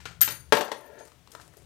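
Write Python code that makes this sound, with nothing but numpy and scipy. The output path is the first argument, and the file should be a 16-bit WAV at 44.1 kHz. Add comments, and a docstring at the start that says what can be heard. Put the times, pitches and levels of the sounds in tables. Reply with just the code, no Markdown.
"""First come a low drone, outdoor air and faint steel clicks: a rifle bolt is worked under a wooden shelter.
A spent brass case is flung out ringing, clacks onto the wooden bench, bounces and rolls; small clicks
and rustle of handling follow. Blows are noise bursts plus dying sines; the case is pairs of beating sines;
roll, rustle, air and drone are shaped noise, and the shelter adds sparse reflections.
Two close microphones: the right input is much weaker and adds its own hiss."""
import sys
import numpy as np
from scipy import signal
from scipy.fft import rfft, irfft
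from scipy.io import wavfile
from scipy.ndimage import uniform_filter1d

SR = 44100
rng = np.random.default_rng(int(sys.argv[2]) if len(sys.argv) > 2 else 0)


def waveform_to_disk(signal):
    """Save audio, clipped to [-1, 1], as 16-bit WAV at the path in sys.argv[1]."""
    frames = np.transpose(np.atleast_2d(signal))
    scaled = np.clip(frames, -1, 1) * 32767
    samples = np.round(scaled).astype(np.int16)
    wavfile.write(sys.argv[1], SR, samples)


def volts_from_decibels(level):
    """Turn decibel levels (scalar or array-like) into linear amplitude factors."""
    exponent = np.asarray(level, float) / 20
    return 10 ** exponent


N = 72765  # length in samples

# Source levels below are set before the input gains, except the right hiss, which is added after them.
# colour of the outdoor air: (frequency [Hz], relative level [dB per Hz])
AIR_COLOUR = [(15, -42.5), (25, -7.5), (134, -17), (242, -6), (301, -6), (754, -13.5), (1480, -16.5),
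              (2280, -16.5), (2910, -17), (6380, -22), (16000, -29)]
# loudness of the low drone: (time [s], level [dB])
DRONE_LEVEL = [(0.0, -54), (0.086, -51), (0.5, -54.5), (0.518, -64), (0.532, -39.5), (0.596, -69.5),
               (0.812, -66.5), (1.548, -59), (1.65, -56.5)]
# humps in the drone's spectrum: (frequency [Hz], width [Hz], relative level [dB])
DRONE_HUMPS = [(75, 22, -.1), (125, 28, -2), (163, 24, -6)]
# steel clicks of the action and of handling:
# (time [s], level of the noise [dB], tilt, at most 12 [dB per octave], t60 of the noise [s],
#  ring relative to the noise [dB])
STEEL_CLICKS = [(.0024, -45.5, -2, 0.26, -0.5), (.0548, -28, -4, 0.1, -1), (.085, -40, -4.5, 0.094, -33),
                (.11, -46, -1, 0.18, 5), (.2086, -19.5, 8, 0.04, -2.5), (.2144, -4, 12.5, .012, -62),
                (.219, -16, -0.7, 0.1, -15.5), (.258, -28, 4, .04, -26), (.2765, -23.5, -3.5, 0.15, -3),
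                (.288, -18.5, 5, 0.016, -26), (.309, -38, 4, .05, 4), (.321, -39.5, -1.5, .06, -4),
                (.9835, -48, -6.5, 0.029, -27), (.9905, -46.5, 1, 0.11, -26), (1.0515, -51, 26, 0.015, -18),
                (1.079, -49, 2, 0.03, -4), (1.118, -49.5, -4.5, .03, -1), (1.274, -45.5, -0.5, .02, 0),
                (1.3175, -38.5, 6.5, .04, -30), (1.3498, -39, -3, 0.033, 6.5),
                (1.3985, -45.5, -1.5, 0.031, 9.5), (1.413, -44, 1, 0.061, -14),
                (1.5365, -50, -12.5, .04, -7), (1.57, -44.5, 23.5, 0.017, -36)]
# colour of a steel click: (frequency [Hz], relative level [dB per Hz])
STEEL_COLOUR = [(120, -48), (200, -16), (527, -20), (1030, -30), (1320, 3.5), (7310, -2.5), (9150, -5.5),
                (10700, -13), (12500, -7.5), (16200, -40), (22000, -120)]
# ringing tones of the action: (frequency [Hz], relative level [dB], t60, shortened to 0.01 in use [s])
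ACTION_MODES = [(990, -2, 0.016), (1241, 7.1, 0.014), (1960, -15, 0.058), (2690, -6.5, 0.038),
                (3890, -11, .03), (4130, 0.5, 0.025), (4630, -15.5, .03)]
# echo decay of the shelter, at least 0.03 s in use: (frequency [Hz], t60 [s])
SHELTER_DECAY = [(150, 0.33), (530, 0.34), (1390, 0.35), (3680, 0.28), (8000, 0.3), (11500, 0.17),
                 (16000, 0.057)]
# the case is struck: (time [s], ringing time [s], then five levels [dB], for the families
#  near 6.5, 9.4, 13.1, 14.5 and 13.2 kHz)
CASE_STRIKES = [(.2144, .0146, -45, -33, -50, -38, -8), (.2297, .293, -55, -42, -23, -38, -21),
                (.258, .265, -46, -46, -34, -33, -60), (.308, .215, -42, -41, -46, -48, -70),
                (.568, .15, -70, -60, -43, -39, -60), (.608, .11, -66, -52, -52, -62, -70),
                (.742, .31, -68, -58, -60, -70, -75), (.808, .24, -72, -66, -63, -72, -72),
                (.862, .19, -72, -68, -65, -66, -75), (.92, .13, -76, -72, -72, -72, -80),
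                (.988, .063, -56, -72, -75, -75, -80), (.999, .052, -62, -58, -69, -72, -70)]
# tones of the brass case, close beating partners, one entry each: (frequency [Hz])
CASE_HZ = [4580, 6471, 6530, 9414, 9436, 10930, 13060, 13105, 13130, 14522, 14563, 13156, 13289]
# which family each tone belongs to: (family number)
CASE_FAMILY = [0, 0, 0, 1, 1, 1, 2, 2, 2, 3, 3, 4, 4]
# strength of each tone within its family: (relative level [dB])
CASE_DB = [-10, 0, -8, -8, 0, -11, -12, 0, -8, 0, -6, 0, -15]
# how long each tone takes to fade by 60 dB: (t60 [s])
CASE_T60_S = [.4, .4, .3, .35, .36, .3, .15, .24, .3, .26, .24, .15, .06]
# knocks on the bench: (time [s], level of the ring [dB], tilt, at most 5 [dB per octave],
#  t60 of the crack [s], crack relative to the ring [dB])
BENCH_KNOCKS = [(.2762, -29.5, -6.5, 0.05, -19), (.2886, -31.5, -13, 0.039, -20),
                (.5233, -0.5, 2.4, 0.064, -5.5), (.532, -6, 1, 0.085, -8.5), (.551, -21, 8, 0.054, 0),
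                (.5695, -18.5, 0, 0.036, 4), (.58, -23.5, 5, 0.09, -3.5), (.6093, -14.5, 1, 0.068, -1),
                (.648, -53, -16, .02, -5), (.68, -37, -2, 0.072, 7), (.7165, -23, 1, 0.061, 4),
                (1.568, -53.5, -22, 0.022, 9)]
# colour of the dry crack of wood: (frequency [Hz], relative level [dB per Hz])
CRACK_COLOUR = [(59, -66.5), (100, -30.5), (389, -2), (481, 0), (970, -1.5), (1250, -7.5), (1650, -8),
                (2170, -13.5), (3700, -15.5), (15000, -36.5), (16000, -68.5)]
# ringing tones of the bench top: (frequency [Hz], relative level [dB], t60, shortened in the roll [s])
BENCH_MODES = [(125, -20, .08), (240, -17, .06), (313, -12, .07), (466, -4, .07), (515, -6, .07),
               (591, 0, .08), (763, -12, .07), (900, -5, .07), (1000, -9, .06), (1350, -11, .05),
               (1500, -12, .04), (1640, -7, .05), (1845, -10, .04), (2274, -15, .04)]
# the case rumbles over the planks: (time [s], level [dB])
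ROLL_LEVEL = [(0.77, -58), (0.866, -48.5), (0.878, -56), (1.016, -48), (1.126, -85), (1.14, -86),
              (1.15, -95)]
# handling rustle, one list per movement: (time [s], level [dB])
RUSTLE_LEVELS = [
    [(1.052, -50), (1.114, -67.5), (1.12, -70), (1.14, -83)],
    [(1.295, -78), (1.319, -54.5), (1.389, -65.5), (1.413, -55.5), (1.431, -61), (1.48, -57.5)],
    [(1.525, -78), (1.537, -55.5), (1.561, -71), (1.571, -58.5), (1.589, -60), (1.65, -73)],
]
# colour of the rustle: (frequency [Hz], relative level [dB per Hz])
RUSTLE_COLOUR = [(180, -31), (300, 5.5), (634, -2.5), (946, -6.5), (1390, -9), (3580, -18.5), (8790, -9.5),
                 (16000, -23)]

AIR_DB, SHELTER_DB = -63.5, -7.5  # air level; echoes relative to the dry sound
LEFT_DB, RIGHT_DB = 4, -17  # input gains
RIGHT_HISS_DB = -80.5
RIGHT_WET_DB, APART_HZ = -6.5, 2500  # share and lower edge of the right side's own reflections
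MUTE_S, ONSET_S = .002, .0008  # fade-out and fade-in of each brass ring
TUMBLE_DB, TUMBLE_S = 3, .012  # depth and smoothing time of the flutter
GRIT = .6  # peak of the dry crack in each rolling bump, relative to the plank's ring
LOW_CUT_HZ, TOP_HZ = 258, 15900
CEILING = 1.0  # clipping level, full scale


def evened(x):
    """Scales to rms 1."""
    return x / np.sqrt(np.mean(x ** 2) + 1e-20)


def read(points, hz):
    """Reads a table on a log-frequency axis."""
    f, value = np.transpose(points)
    return np.interp(np.log(hz + 1), np.log(f + 1), value)


def level(curve):
    """Gain over time from a dB curve, fading to -110 dB outside it."""
    s, db = np.transpose(curve)
    times = np.r_[s[0] - .003, s, s[-1] + .02]
    return volts_from_decibels(np.interp(np.arange(N) / SR, times, np.r_[-110, db, -110]))


def add(mix, s, sound):
    """Mixes a sound in at time s."""
    part = mix[max(round(s * SR), 0):][:len(sound)]
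    part += sound[:len(part)]


def highpass(x, hz):
    """Weakens everything below the given frequency."""
    return signal.sosfilt(signal.butter(2, hz, "high", fs=SR, output="sos"), x)


def coloured(white, points, tilt_db=0):
    """White noise shaped by a spectrum and a tilt around 2 kHz, at rms 1."""
    hz = np.fft.rfftfreq(len(white), 1 / SR)
    gain = volts_from_decibels(read(points, hz) + tilt_db * np.log2(hz / 2000 + 0.048))
    return evened(irfft(rfft(white) * gain, len(white)))


def ring(modes, t, tilt_db, pivot_hz, spot=1, longest_s=.15):
    """Dying sines, one per mode; spot weighs the modes by where the blow lands."""
    hz, db, t60 = np.transpose(modes)[:, :, None]
    db = db + tilt_db * np.log2(hz / pivot_hz) - 60 * t / np.clip(t60, .01, longest_s)
    return (np.reshape(spot, (-1, 1)) * volts_from_decibels(db) * np.sin(2 * np.pi * hz * t)).sum(0)


def burst(white, points, tilt_db, t60):
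    """A sudden puff of noise through a filter of the given colour that only rings forward in time."""
    t, hz = np.arange(len(white)) / SR, np.fft.rfftfreq(len(white), 1 / SR)
    colour_db = read(points, hz) + tilt_db * np.log2(hz / 2000 + 0.085)
    # folding the cepstrum turns the gain into a minimum-phase filter
    fold = irfft(np.log(volts_from_decibels(np.maximum(colour_db, -90))))
    fold[1:len(t) // 2] *= 2
    fold[len(t) // 2 + 1:] = 0
    dying = white * volts_from_decibels(-60 * t / max(t60, .003))
    puff = irfft(rfft(dying) * np.exp(rfft(fold)))
    return puff / abs(puff).max()


def blows(table, modes, points, pivot_hz, rattle_s, longest_s, ring_first):
    """Each blow is a noise burst plus the body's modes, shaken by a short rattle at a varying spot."""
    out, t = np.zeros(N), np.arange(8192) / SR
    white = rng.standard_normal((len(table), 8192 + 2048 + len(modes)))
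    rattle_fade = volts_from_decibels(-60 * t[:2048] / max(rattle_s, .001))
    for (s, db, tilt_db, t60, second_db), w in zip(table, white):
        tilt_db = min(tilt_db, 5 if ring_first else 12)
        spot = volts_from_decibels(w[10240:])  # each mode varies by about 1 dB
        body = ring(modes, t, tilt_db, pivot_hz, spot, longest_s)
        body = signal.fftconvolve(body, w[8192:10240] * rattle_fade)[:8192]
        body = body / abs(body).max()
        puff = burst(w[:8192], points, tilt_db, t60)
        first, second = (body, puff) if ring_first else (puff, body)
        add(out, s, volts_from_decibels(db) * (first + volts_from_decibels(second_db) * second))
    return out


def background():
    """Outdoor air as shaped noise, and a low wavering drone of noise in narrow bands."""
    hz = np.fft.rfftfreq(N, 1 / SR)
    bands = sum(volts_from_decibels(db) / (1 + (2 * (hz - f) / width) ** 2) for f, width, db in DRONE_HUMPS)
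    drone = evened(irfft(rfft(rng.standard_normal(N)) * bands, N))
    air = volts_from_decibels(AIR_DB) * coloured(rng.standard_normal(N), AIR_COLOUR)
    return air + level(DRONE_LEVEL) * drone


def right_hiss():
    """Steady noise of the weak right input: the air's colour, tilted towards the treble."""
    return volts_from_decibels(RIGHT_HISS_DB) * coloured(rng.standard_normal(N), AIR_COLOUR, 1.5)


def action_clicks():
    """Steel parts meet: bursts of noise lead, with the short ring of the action added."""
    return blows(STEEL_CLICKS, ACTION_MODES, STEEL_COLOUR, 1500, rattle_s=0.023, longest_s=0.01,
                 ring_first=False)


def shelter(x):
    """Sparse random reflections from roof and posts, each band dying at its own speed."""
    taps = np.zeros((2, SR // 2))
    at = np.arange(100, SR // 2 - 20, 12)  # one reflection in every 12 samples
    at = at + rng.integers(0, 12, (2, len(at)))
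    np.put_along_axis(taps, at, rng.choice([-1., 1.], at.shape), 1)
    hz, t, z = signal.stft(taps, SR, nperseg=256)
    t60 = np.maximum(read(SHELTER_DECAY, hz), .03)[:, None]
    tail = signal.istft(z * volts_from_decibels(-60 * t / t60), SR, nperseg=256)[1]
    tail[:, :100] = 0
    return signal.fftconvolve(x[None], tail / np.linalg.norm(tail[0]), axes=1)[:, :N]


def brass_case():
    """Each strike rings for its listed time, often over later strikes, and flutters as the case tumbles."""
    out = np.zeros((2, N))
    for s, length, *family_db in CASE_STRIKES:
        t = np.arange(0, length, 1 / SR)
        mode_db = CASE_DB + np.array(family_db)[CASE_FAMILY]
        modes = np.transpose([CASE_HZ, mode_db, CASE_T60_S])
        fade = np.minimum(np.minimum((length - t) / MUTE_S, t / ONSET_S), 1)
        for side in (0, 1):
            # partners beat in opposite sense on the two sides
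            signs = (-1.) ** (side * np.arange(len(modes)))
            add(out[side], s, ring(modes, t, 0, 1, signs, longest_s=1) * fade)
    width = round(TUMBLE_S * SR)
    tumble = evened(uniform_filter1d(uniform_filter1d(rng.standard_normal(N), width), width))
    # the flutter grows in from the second strike
    spin_up = np.clip((np.arange(N) / SR - CASE_STRIKES[1][0]) / TUMBLE_S, 0, 1)
    return out * volts_from_decibels(TUMBLE_DB * tumble * spin_up)


def bench_knocks():
    """Blows on the wooden bench: the ring of its top leads, with a dry crack added."""
    return blows(BENCH_KNOCKS, BENCH_MODES, CRACK_COLOUR, 600, rattle_s=0.0022, longest_s=.1,
                 ring_first=True)


def rolling():
    """Dense tiny bumps excite the bench modes, damped by the weight of the case."""
    size = volts_from_decibels(2.5 * np.minimum(rng.exponential(1, N), 4))
    hit = rng.random(N) < 2500 / SR  # about 2500 bumps per second
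    bumps = rng.standard_normal(N) * size * hit
    signs = (-1.) ** np.arange(len(BENCH_MODES))
    plank = ring(BENCH_MODES, np.arange(4000) / SR, -1.5, 600, signs, longest_s=.016)
    crack = burst(np.arange(2048) == 0, CRACK_COLOUR, .5, .01)
    plank[:2048] += GRIT * abs(plank).max() * crack
    return level(ROLL_LEVEL) * evened(signal.oaconvolve(bumps, plank)[:N])


def rustle():
    """Grainy noise of hand and sleeve: shaped noise whose loudness jitters quickly."""
    grain = volts_from_decibels(5.9 * evened(uniform_filter1d(rng.standard_normal(N), 90)))
    noise = coloured(rng.standard_normal(N), RUSTLE_COLOUR)
    return sum(level(curve) for curve in RUSTLE_LEVELS) * evened(noise * grain)


def scene():
    """All sources at the microphones; the right one hears other treble reflections."""
    near = action_clicks() + bench_knocks() + rolling() + rustle()
    near = highpass(near, LOW_CUT_HZ)
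    wet = volts_from_decibels(SHELTER_DB) * shelter(near)
    both = near + wet[0] + background()
    right_extra = volts_from_decibels(RIGHT_WET_DB) * highpass(wet[1] - wet[0], APART_HZ)
    return brass_case() + [both, both + right_extra]


def low_pass(x):
    """Removes everything above the highest recorded frequency."""
    return signal.sosfilt(signal.butter(12, 16410, fs=SR, output="sos"), x)


def record(dry):
    """Unequal input gains, hiss of the weak input, treble limit and clipping."""
    x = dry * volts_from_decibels(np.array([[LEFT_DB], [RIGHT_DB]]))
    hiss = right_hiss()
    x = x + [0 * hiss, hiss]
    x = signal.sosfilt(signal.butter(10, TOP_HZ, fs=SR, output="sos"), x)
    mix = np.clip(x, -CEILING, CEILING)
    return low_pass(mix)


dry = scene()
out = record(dry)
waveform_to_disk(out)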